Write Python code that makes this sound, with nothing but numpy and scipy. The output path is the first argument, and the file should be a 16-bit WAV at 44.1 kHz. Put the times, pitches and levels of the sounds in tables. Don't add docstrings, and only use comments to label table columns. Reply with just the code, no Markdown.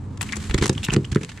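import sys
import numpy as np
from scipy import signal
from scipy.fft import rfft, irfft, next_fast_len
from scipy.io import wavfile
from scipy.ndimage import map_coordinates

SR = 44100
rng = np.random.default_rng(int(sys.argv[2]) if len(sys.argv) > 2 else 0)


def to_wav(sig):
    pcm = np.clip(np.atleast_2d(sig), -1, 1) * 32767
    pcm = np.round(pcm).astype(np.int16)
    wavfile.write(sys.argv[1], SR, pcm.T)


N = 61739

# (time [s], level [dB], pitch [ratio], muffled above [Hz], ring length [ratio])
BODY_HITS = [(0.368, -24.5, 0.94, 443, 0.64), (.508, -16, 0.78, 403, 0.38), (0.5429, -8.5, 0.99, 700, 0.57),
             (0.583, -23, 0.86, 405, 1.9), (0.613, -9.5, 0.83, 407, 0.37), (0.6218, -13, 1.03, 480, 1.26),
             (.641, -20, 1.1, 507, 1.34), (0.66, -12, 1.0, 503, 0.3), (0.695, -10, .95, 414, 0.97),
             (0.757, -19.5, 0.75, 185, 1.96), (0.886, -4.5, 1.01, 175, 0.41),
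             (0.923, -16.5, 1.13, 248, 1.24), (0.938, -16, 1.2, 278, 2.6), (0.9642, -7, 1.024, 321, 1.36),
             (1.12, -15, 0.96, 148, 1.6), (1.1593, -5.5, 1.07, 380, 0.73), (1.21, -24.5, 1.52, 348, 1.26),
             (1.235, -25, 1.27, 250, 1.4)]
# (frequency [Hz], level [dB], fade time [s])
FLOOR_NOTES = [(94.6, -12, 0.18), (134.9, -4, 0.14), (202.5, -4, 0.092), (288.7, -8, 0.13),
               (338.4, -4, 0.094), (386.1, -4.5, 0.12), (475, -8.5, 0.084), (565.6, -11, 0.16)]
# (time [s], level [dB], centre [Hz], fade time [s], level far from the centre [dB])
WET_SLAPS = [(0.174, -33, 4500, 0.015, -10), (0.2103, -15, 2930, 0.016, -16.5),
             (0.2162, -14, 14500, 0.01, -24.5), (0.2245, -25.5, 7100, 0.038, 2),
             (0.228, -22.5, 13000, 0.015, -28), (0.289, -26, 2300, 0.039, -33),
             (0.3217, -22, 4860, 0.042, -14.5), (0.3277, -20, 1910, 0.021, -63),
             (0.332, -19, 1930, 0.032, -44), (0.357, -28, 8600, 0.03, -12),
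             (0.366, -21.5, 8500, 0.026, -12.5), (0.497, -24.5, 1680, 0.031, -3),
             (0.5096, -20, 2800, 0.025, -19), (0.54, -20.5, 3300, 0.028, -23),
             (0.5437, -10, 2740, 0.011, -8), (0.577, -21.5, 3900, 0.065, -5),
             (.5835, -21, 3600, 0.024, -28), (0.6115, -24, 4000, 0.036, -13),
             (0.6222, -14, 3500, 0.034, -3), (0.6345, -17.5, 4500, 0.019, -7),
             (0.639, -17.5, 4470, 0.043, -9), (0.657, -13, 6450, 0.016, -9),
             (0.665, -14.5, 8000, 0.013, -12), (0.6776, -20.5, 7000, 0.027, -13),
             (0.6943, -9.5, 5830, 0.014, -9.5), (0.728, -32, 7000, 0.039, -22),
             (0.774, -30.5, 4000, 0.035, 2), (0.831, -27, 7000, 0.036, -15),
             (0.8847, -17, 1310, 0.028, -21), (0.916, -25, 5000, 0.11, 3),
             (0.932, -17.5, 6800, 0.019, -7.5), (0.9372, -12.5, 5600, 0.011, -29),
             (.9442, -16, 4030, 0.0088, -9), (0.963, -19.5, 2600, 0.014, -1),
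             (1.045, -30, 2850, 0.011, -22), (1.051, -35, 6900, 0.017, -25),
             (1.116, -26.5, 5260, 0.044, -12), (1.126, -27, 2080, 0.025, -9),
             (1.1475, -24.5, 5150, 0.02, -18), (1.1585, -16.5, 1520, 0.014, -9),
             (1.1694, -24.5, 1900, 0.015, -31), (1.209, -34, 3500, 0.069, -6),
             (1.232, -24.5, 3430, 0.026, -4), (1.2475, -22, 5700, 0.007, -19.5),
             (1.29, -30.5, 3500, 0.065, -9.5), (1.316, -33, 3000, 0.028, -12),
             (1.374, -31, 4020, 0.015, -11), (1.381, -34.5, 2020, 0.023, -57)]
# (frequency [Hz], level [dB])
SLAP_TONE = [(200, 3.5), (640, 3), (950, 6), (2000, 2), (3400, -2.5), (4800, -8.5), (7800, -2.5),
             (8900, -11), (10000, -8.5), (11200, -26.5), (14500, -23), (16500, -49)]
# (time [s], level [dB], pitch [ratio], muffled above [Hz])
HARD_HITS = [(.5445, -16.5, 1.52, 4500), (.584, -22.5, 1, 6000), (.624, -14.5, 1.02, 3500),
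             (.639, -23, 0.97, 4000), (0.6579, -18, 1.22, 5960), (.696, -16, 0.944, 5970),
             (.8853, -15.5, 1.14, 1550), (.9639, -11.5, 0.91, 2600), (1.1592, -17.5, 1.13, 1690)]
# (frequency [Hz], level [dB], fade time [s])
PANEL_NOTES = [(865, 0.5, 0.011), (1012, 1.5, 0.0099), (1370, -0.5, 0.0064), (2150, -3.5, 0.003),
               (3510, -5.5, 0.012), (4860, 5, 0.0037)]
# (peak time [s], level [dB], half length [s])
TAIL_SLIDES = [(0.226, -36.5, 0.015), (0.848, -30.5, 0.013)]
# (frequency [Hz], level [dB])
SLIDE_TONE = [(1500, -12), (3200, 6.5), (4800, -4.5), (7800, 3), (9000, -11), (10000, -0.5), (11400, -42),
              (12500, -10), (14200, -16), (15500, -48)]
# (time [s], left minus right [dB])
FISH_POSITION = [(.2, 4.5), (.4, 5.5), (.55, 1.5), (.9, -0.5), (1.3, -0.5)]
# (peak time [s], level [dB], frequency [Hz], half length [s])
BOAT_SWAYS = [(.507, -16, 57.3, 0.012), (0.553, -13.5, 56, 0.011), (0.62, -15, 71, 0.0082),
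              (0.804, -28, 89, 0.0079), (0.933, -25, 55.5, 0.029), (1.123, -20.5, 72.4, 0.012)]
# (time [s], level [dB], pitch [ratio])
TACKLE_CLICKS = [(0.7508, -26, 0.97), (0.7788, -20.5, 1), (0.8314, -20.5, 0.92), (0.8416, -19, 1.03),
                 (0.8519, -25.5, 1.13), (0.8667, -26, 1.03), (.899, -23, .94), (0.9043, -15.5, 0.94),
                 (0.9365, -12, 0.98), (1.0484, -26, 1.05)]
# (frequency [Hz], level [dB], fade time [s])
TACKLE_NOTES = [(2485, -9.5, 0.014), (2790, 2.5, 0.011), (3410, -1, 0.013), (7380, -22, 0.014)]
# (frequency [Hz], level [dB])
SCRAPE_TONE = [(600, 2), (3000, 0), (5000, -5), (8000, -11), (11500, -32), (16000, -42)]
# (time [s], level [dB])
SLEEVE_LEVEL = [(0, -61.5), (.2, -60.5), (.225, -54), (.27, -41.5), (.36, -47), (.44, -39.5), (.55, -47),
                (.68, -49.5), (.8, -46.5), (.93, -48), (.99, -52.5), (1.09, -55), (1.25, -51), (1.4, -52)]
# (frequency [Hz], level [dB])
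SLEEVE_TONE = [(350, -23), (600, -9.5), (1150, 1), (1850, 4), (2700, 0.5), (4000, 0), (5500, -4), (8000, 1),
               (8900, -9.5), (9900, -6.5), (11300, -19.5), (14300, -20.5), (16000, -53)]
# (frequency [Hz], level [dB])
RUMBLE_TONE = [(15, -69), (25, -28.5), (76, -11), (97, -10), (203, -20.5), (259, -20), (324, -27.5),
               (446, -32.5), (645, -40), (786, -38.5), (1140, -37.5), (1420, -46.5), (9000, -85),
               (11700, -102), (19800, -120)]
# (time [s], level [dB])
RUMBLE_LOUDNESS = [(0, -34.5), (.45, -33.5), (.8, -36), (1.07, -36), (1.28, -43), (1.4, -39.5)]
# (frequency [Hz], level [dB])
HUM_NOTES = [(92, -40.5), (116, -45.5)]
# (time [s], added level [dB])
HUM_GAIN = [(0, 8.5), (.4, -1.5), (.8, -18), (1.3, -10)]
# (time [s], level [dB])
DRONE_LEVEL = [(0, -54), (.2, -45), (.39, -37), (.6, -42.5), (1.4, -58)]
# (frequency [Hz], fade time [s])
ECHO_FADE = [(100, 0.067), (400, 0.17), (1500, 0.11), (10000, 0.028)]
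# (frequency [Hz], likeness [0 to 1])
STEREO_LIKENESS = [(50, 0.93), (250, 1), (600, 0.48), (2000, 0.76), (4500, 0.58), (8000, 0.19),
                   (15000, 0.083)]
# (frequency [Hz], left minus right [dB])
MIC_BALANCE = [(30, -4), (100, -0.5), (1000, -1), (3000, 0.1), (8000, 0.7), (13000, 1.5)]

SPATTER_PER_S = 850
LEFT_RIGHT = np.array([[.5], [-.5]])


def body_thumps():
    out = np.zeros((2, N))
    boom_top_hz = 527
    boom = lambda hz: 1 / (1 + (hz / boom_top_hz) ** 12) + .003
    for s, db, pitch, soft_hz, ring in BODY_HITS:
        tone = lambda hz: muffled(hz, soft_hz) * boom(hz)
        add(out, s, -amp(db) * blow(FLOOR_NOTES, pitch, ring, detune=0.016, tone=tone))
    return out


def wet_slaps():
    lead_s, width_octaves, spatter_db = .003, 0.96, 3
    out = np.zeros((2, N))
    t = np.maximum(np.arange(SR // 8) / SR - lead_s, 0)
    for s, db, centre_hz, fade_s, far_db in WET_SLAPS:
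        near_centre = lambda hz: np.exp(-.5 * (np.log2((hz + 1) / centre_hz) / width_octaves) ** 2)
        tone = lambda hz: along(SLAP_TONE, hz) + far_db * (1 - near_centre(hz))
        shape = fade(t, rise_s=.04 * fade_s, fade_s=fade_s)
        spatter = amp(spatter_db * wobble(SPATTER_PER_S, len(t)))
        burst = noise(tone, len(t), shape * spatter)
        add(out, s - lead_s, amp(db) * np.sqrt(np.mean(shape ** 2)) * unit(burst))
    return out


def hard_knocks():
    out = np.zeros((2, N))
    bass_cut_hz = 763
    thin = lambda hz: 1 - 1 / (1 + (hz / bass_cut_hz) ** 6)
    for s, db, pitch, soft_hz in HARD_HITS:
        tone = lambda hz: muffled(hz, soft_hz) * thin(hz)
        add(out, s, amp(db) * blow(PANEL_NOTES, pitch, ring=0.98, detune=0.052, tone=tone))
    return out


def tail_slides():
    grain_db = 4.5
    level = sum(amp(db) * swell(s, half_s) for s, db, half_s in TAIL_SLIDES)
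    grain = unit(amp(grain_db * wobble(SPATTER_PER_S, N)))
    return level * grain * noise(lambda hz: along(SLIDE_TONE, hz), N)


def boat_sways():
    t = np.arange(N) / SR
    return sum(amp(db) * np.cos(2 * np.pi * hz * (t - s)) * swell(s, half_s)
               for s, db, hz, half_s in BOAT_SWAYS)


def tackle_clicks():
    out = np.zeros((2, N))
    t = np.arange(SR // 20) / SR
    scrape_db = -9
    for s, db, pitch in TACKLE_CLICKS:
        for k, (hz, note_db, fade_s) in enumerate(TACKLE_NOTES):
            note_hz = hz * pitch * (1 + rng.normal(0, 0.078))
            phase = 2 * np.pi * note_hz * t + rng.normal(0, 0.079, (2, 1))
            gain = (-1) ** k * amp(db + note_db + rng.normal(0, 1))
            add(out, s, gain * np.sin(phase) * fade(t, rise_s=0.00027, fade_s=fade_s))
    for s, db, pitch in TACKLE_CLICKS:
        scrape = noise(lambda hz: along(SCRAPE_TONE, hz / pitch), len(t))
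        add(out, s, amp(db + scrape_db) * scrape * fade(t, rise_s=0.00042, fade_s=0.018))
    return out


def sleeves():
    grain_db = 1.6
    grain = unit(amp(grain_db * wobble(per_s=220, size=N)))
    return amp(curve(SLEEVE_LEVEL)) * grain * noise(lambda hz: along(SLEEVE_TONE, hz), N)


def boat_echo(sound):
    hz, t, hiss = signal.stft(rng.standard_normal((2, SR // 4)), SR, nperseg=256)
    dying_away = np.exp(-np.log(1000) * t / along(ECHO_FADE, hz)[:, None])
    echo = signal.istft(hiss * dying_away, SR, nperseg=256)[1]
    return signal.fftconvolve(sound, echo / np.linalg.norm(echo[0]), axes=1)[:, :N]


def boat_rumble():
    t = np.arange(N) / SR
    waver_radians, drone_hz = 0.76, 209.9
    hum = sum(amp(db) * unit(np.sin(2 * np.pi * hz * t + waver_radians * wobble(per_s=10.49, size=N)))
              for hz, db in HUM_NOTES)
    drone = amp(curve(DRONE_LEVEL)) * unit(np.sin(2 * np.pi * drone_hz * t))
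    rumble = amp(curve(RUMBLE_LOUDNESS)) * noise(lambda hz: along(RUMBLE_TONE, hz), N)
    return rumble + amp(curve(HUM_GAIN)) * hum + drone


def blow(notes, pitch, ring, detune, tone):
    hz = np.fft.rfftfreq(16384, 1 / SR)
    spectrum = 0
    for k, (note_hz, db, fade_s) in enumerate(notes):
        radians_per_s = 2 * np.pi * note_hz * pitch * (1 + detune * rng.standard_normal())
        damping = np.log(1000) / (fade_s * ring)
        resonance = radians_per_s / ((2j * np.pi * hz + damping) ** 2 + radians_per_s ** 2)
        spectrum = spectrum + (-1) ** k * amp(db) * SR * resonance
    return sudden_pulse(np.abs(spectrum) * tone(hz))


def sudden_pulse(spectrum):
    cepstrum = irfft(np.log(np.maximum(spectrum, 1e-6)))
    half = len(cepstrum) // 2
    folded_forward = np.r_[cepstrum[0], 2 * cepstrum[1:half], np.zeros(half)]
    return irfft(np.exp(rfft(folded_forward)))


def muffled(hz, soft_hz):
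    return 1 / np.hypot(1, (hz / soft_hz) ** 2)


def noise(tone, size, shape=1):
    def gains(hz):
        spread = np.arccos(np.clip(along(STEREO_LIKENESS, hz), -1, 1)) / 2
        return amp(tone(hz)) * [np.cos(spread), np.sin(spread)]
    mid, side = filtered(shape * rng.standard_normal((2, size)), gains)
    return unit(np.array([mid + side, mid - side])) * np.sqrt(np.mean(shape ** 2))


def filtered(sound, gain):
    size = sound.shape[-1]
    padded = next_fast_len(size + 4096)
    return irfft(rfft(sound, padded) * gain(np.fft.rfftfreq(padded, 1 / SR)), padded)[..., :size]


def fade(t, rise_s, fade_s):
    return (1 - np.exp(-t / rise_s)) * np.exp(-np.log(1000) * t / fade_s)


def swell(s, half_s):
    return np.exp(-((np.arange(N) / SR - s) / half_s) ** 2)


def wobble(per_s, size):
    return map_coordinates(rng.standard_normal(4096), [np.arange(size) * per_s / SR], mode="wrap")


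def curve(rows):
    return np.interp(np.arange(N) / SR, *np.transpose(rows))


def along(rows, hz):
    row_hz, values = np.transpose(rows)
    return np.interp(np.log(hz + 1), np.log(row_hz + 1), values)


def amp(db):
    return 10 ** (np.asarray(db) / 20)


def unit(sound):
    return sound / np.sqrt(np.mean(sound ** 2) + 1e-20)


def add(track, s, sound):
    start = int(np.clip(round(s * SR), 0, N - 1))
    track[:, start:start + sound.shape[-1]] += sound[..., :N - start]


def scene():
    fish = (wet_slaps() + tail_slides() + hard_knocks()) * amp(curve(FISH_POSITION) * LEFT_RIGHT)
    sharp = fish + tackle_clicks()
    dull = body_thumps()
    echo = boat_echo(amp(db=-12.5) * sharp + amp(db=-26.5) * dull)
    return sharp + dull + echo + boat_sways() + sleeves() + boat_rumble()


def record(dry):
    top_hz = 16400
    return filtered(dry, lambda hz: amp(along(MIC_BALANCE, hz) * LEFT_RIGHT) * (hz < top_hz))


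dry = scene()
out = record(dry)
to_wav(out)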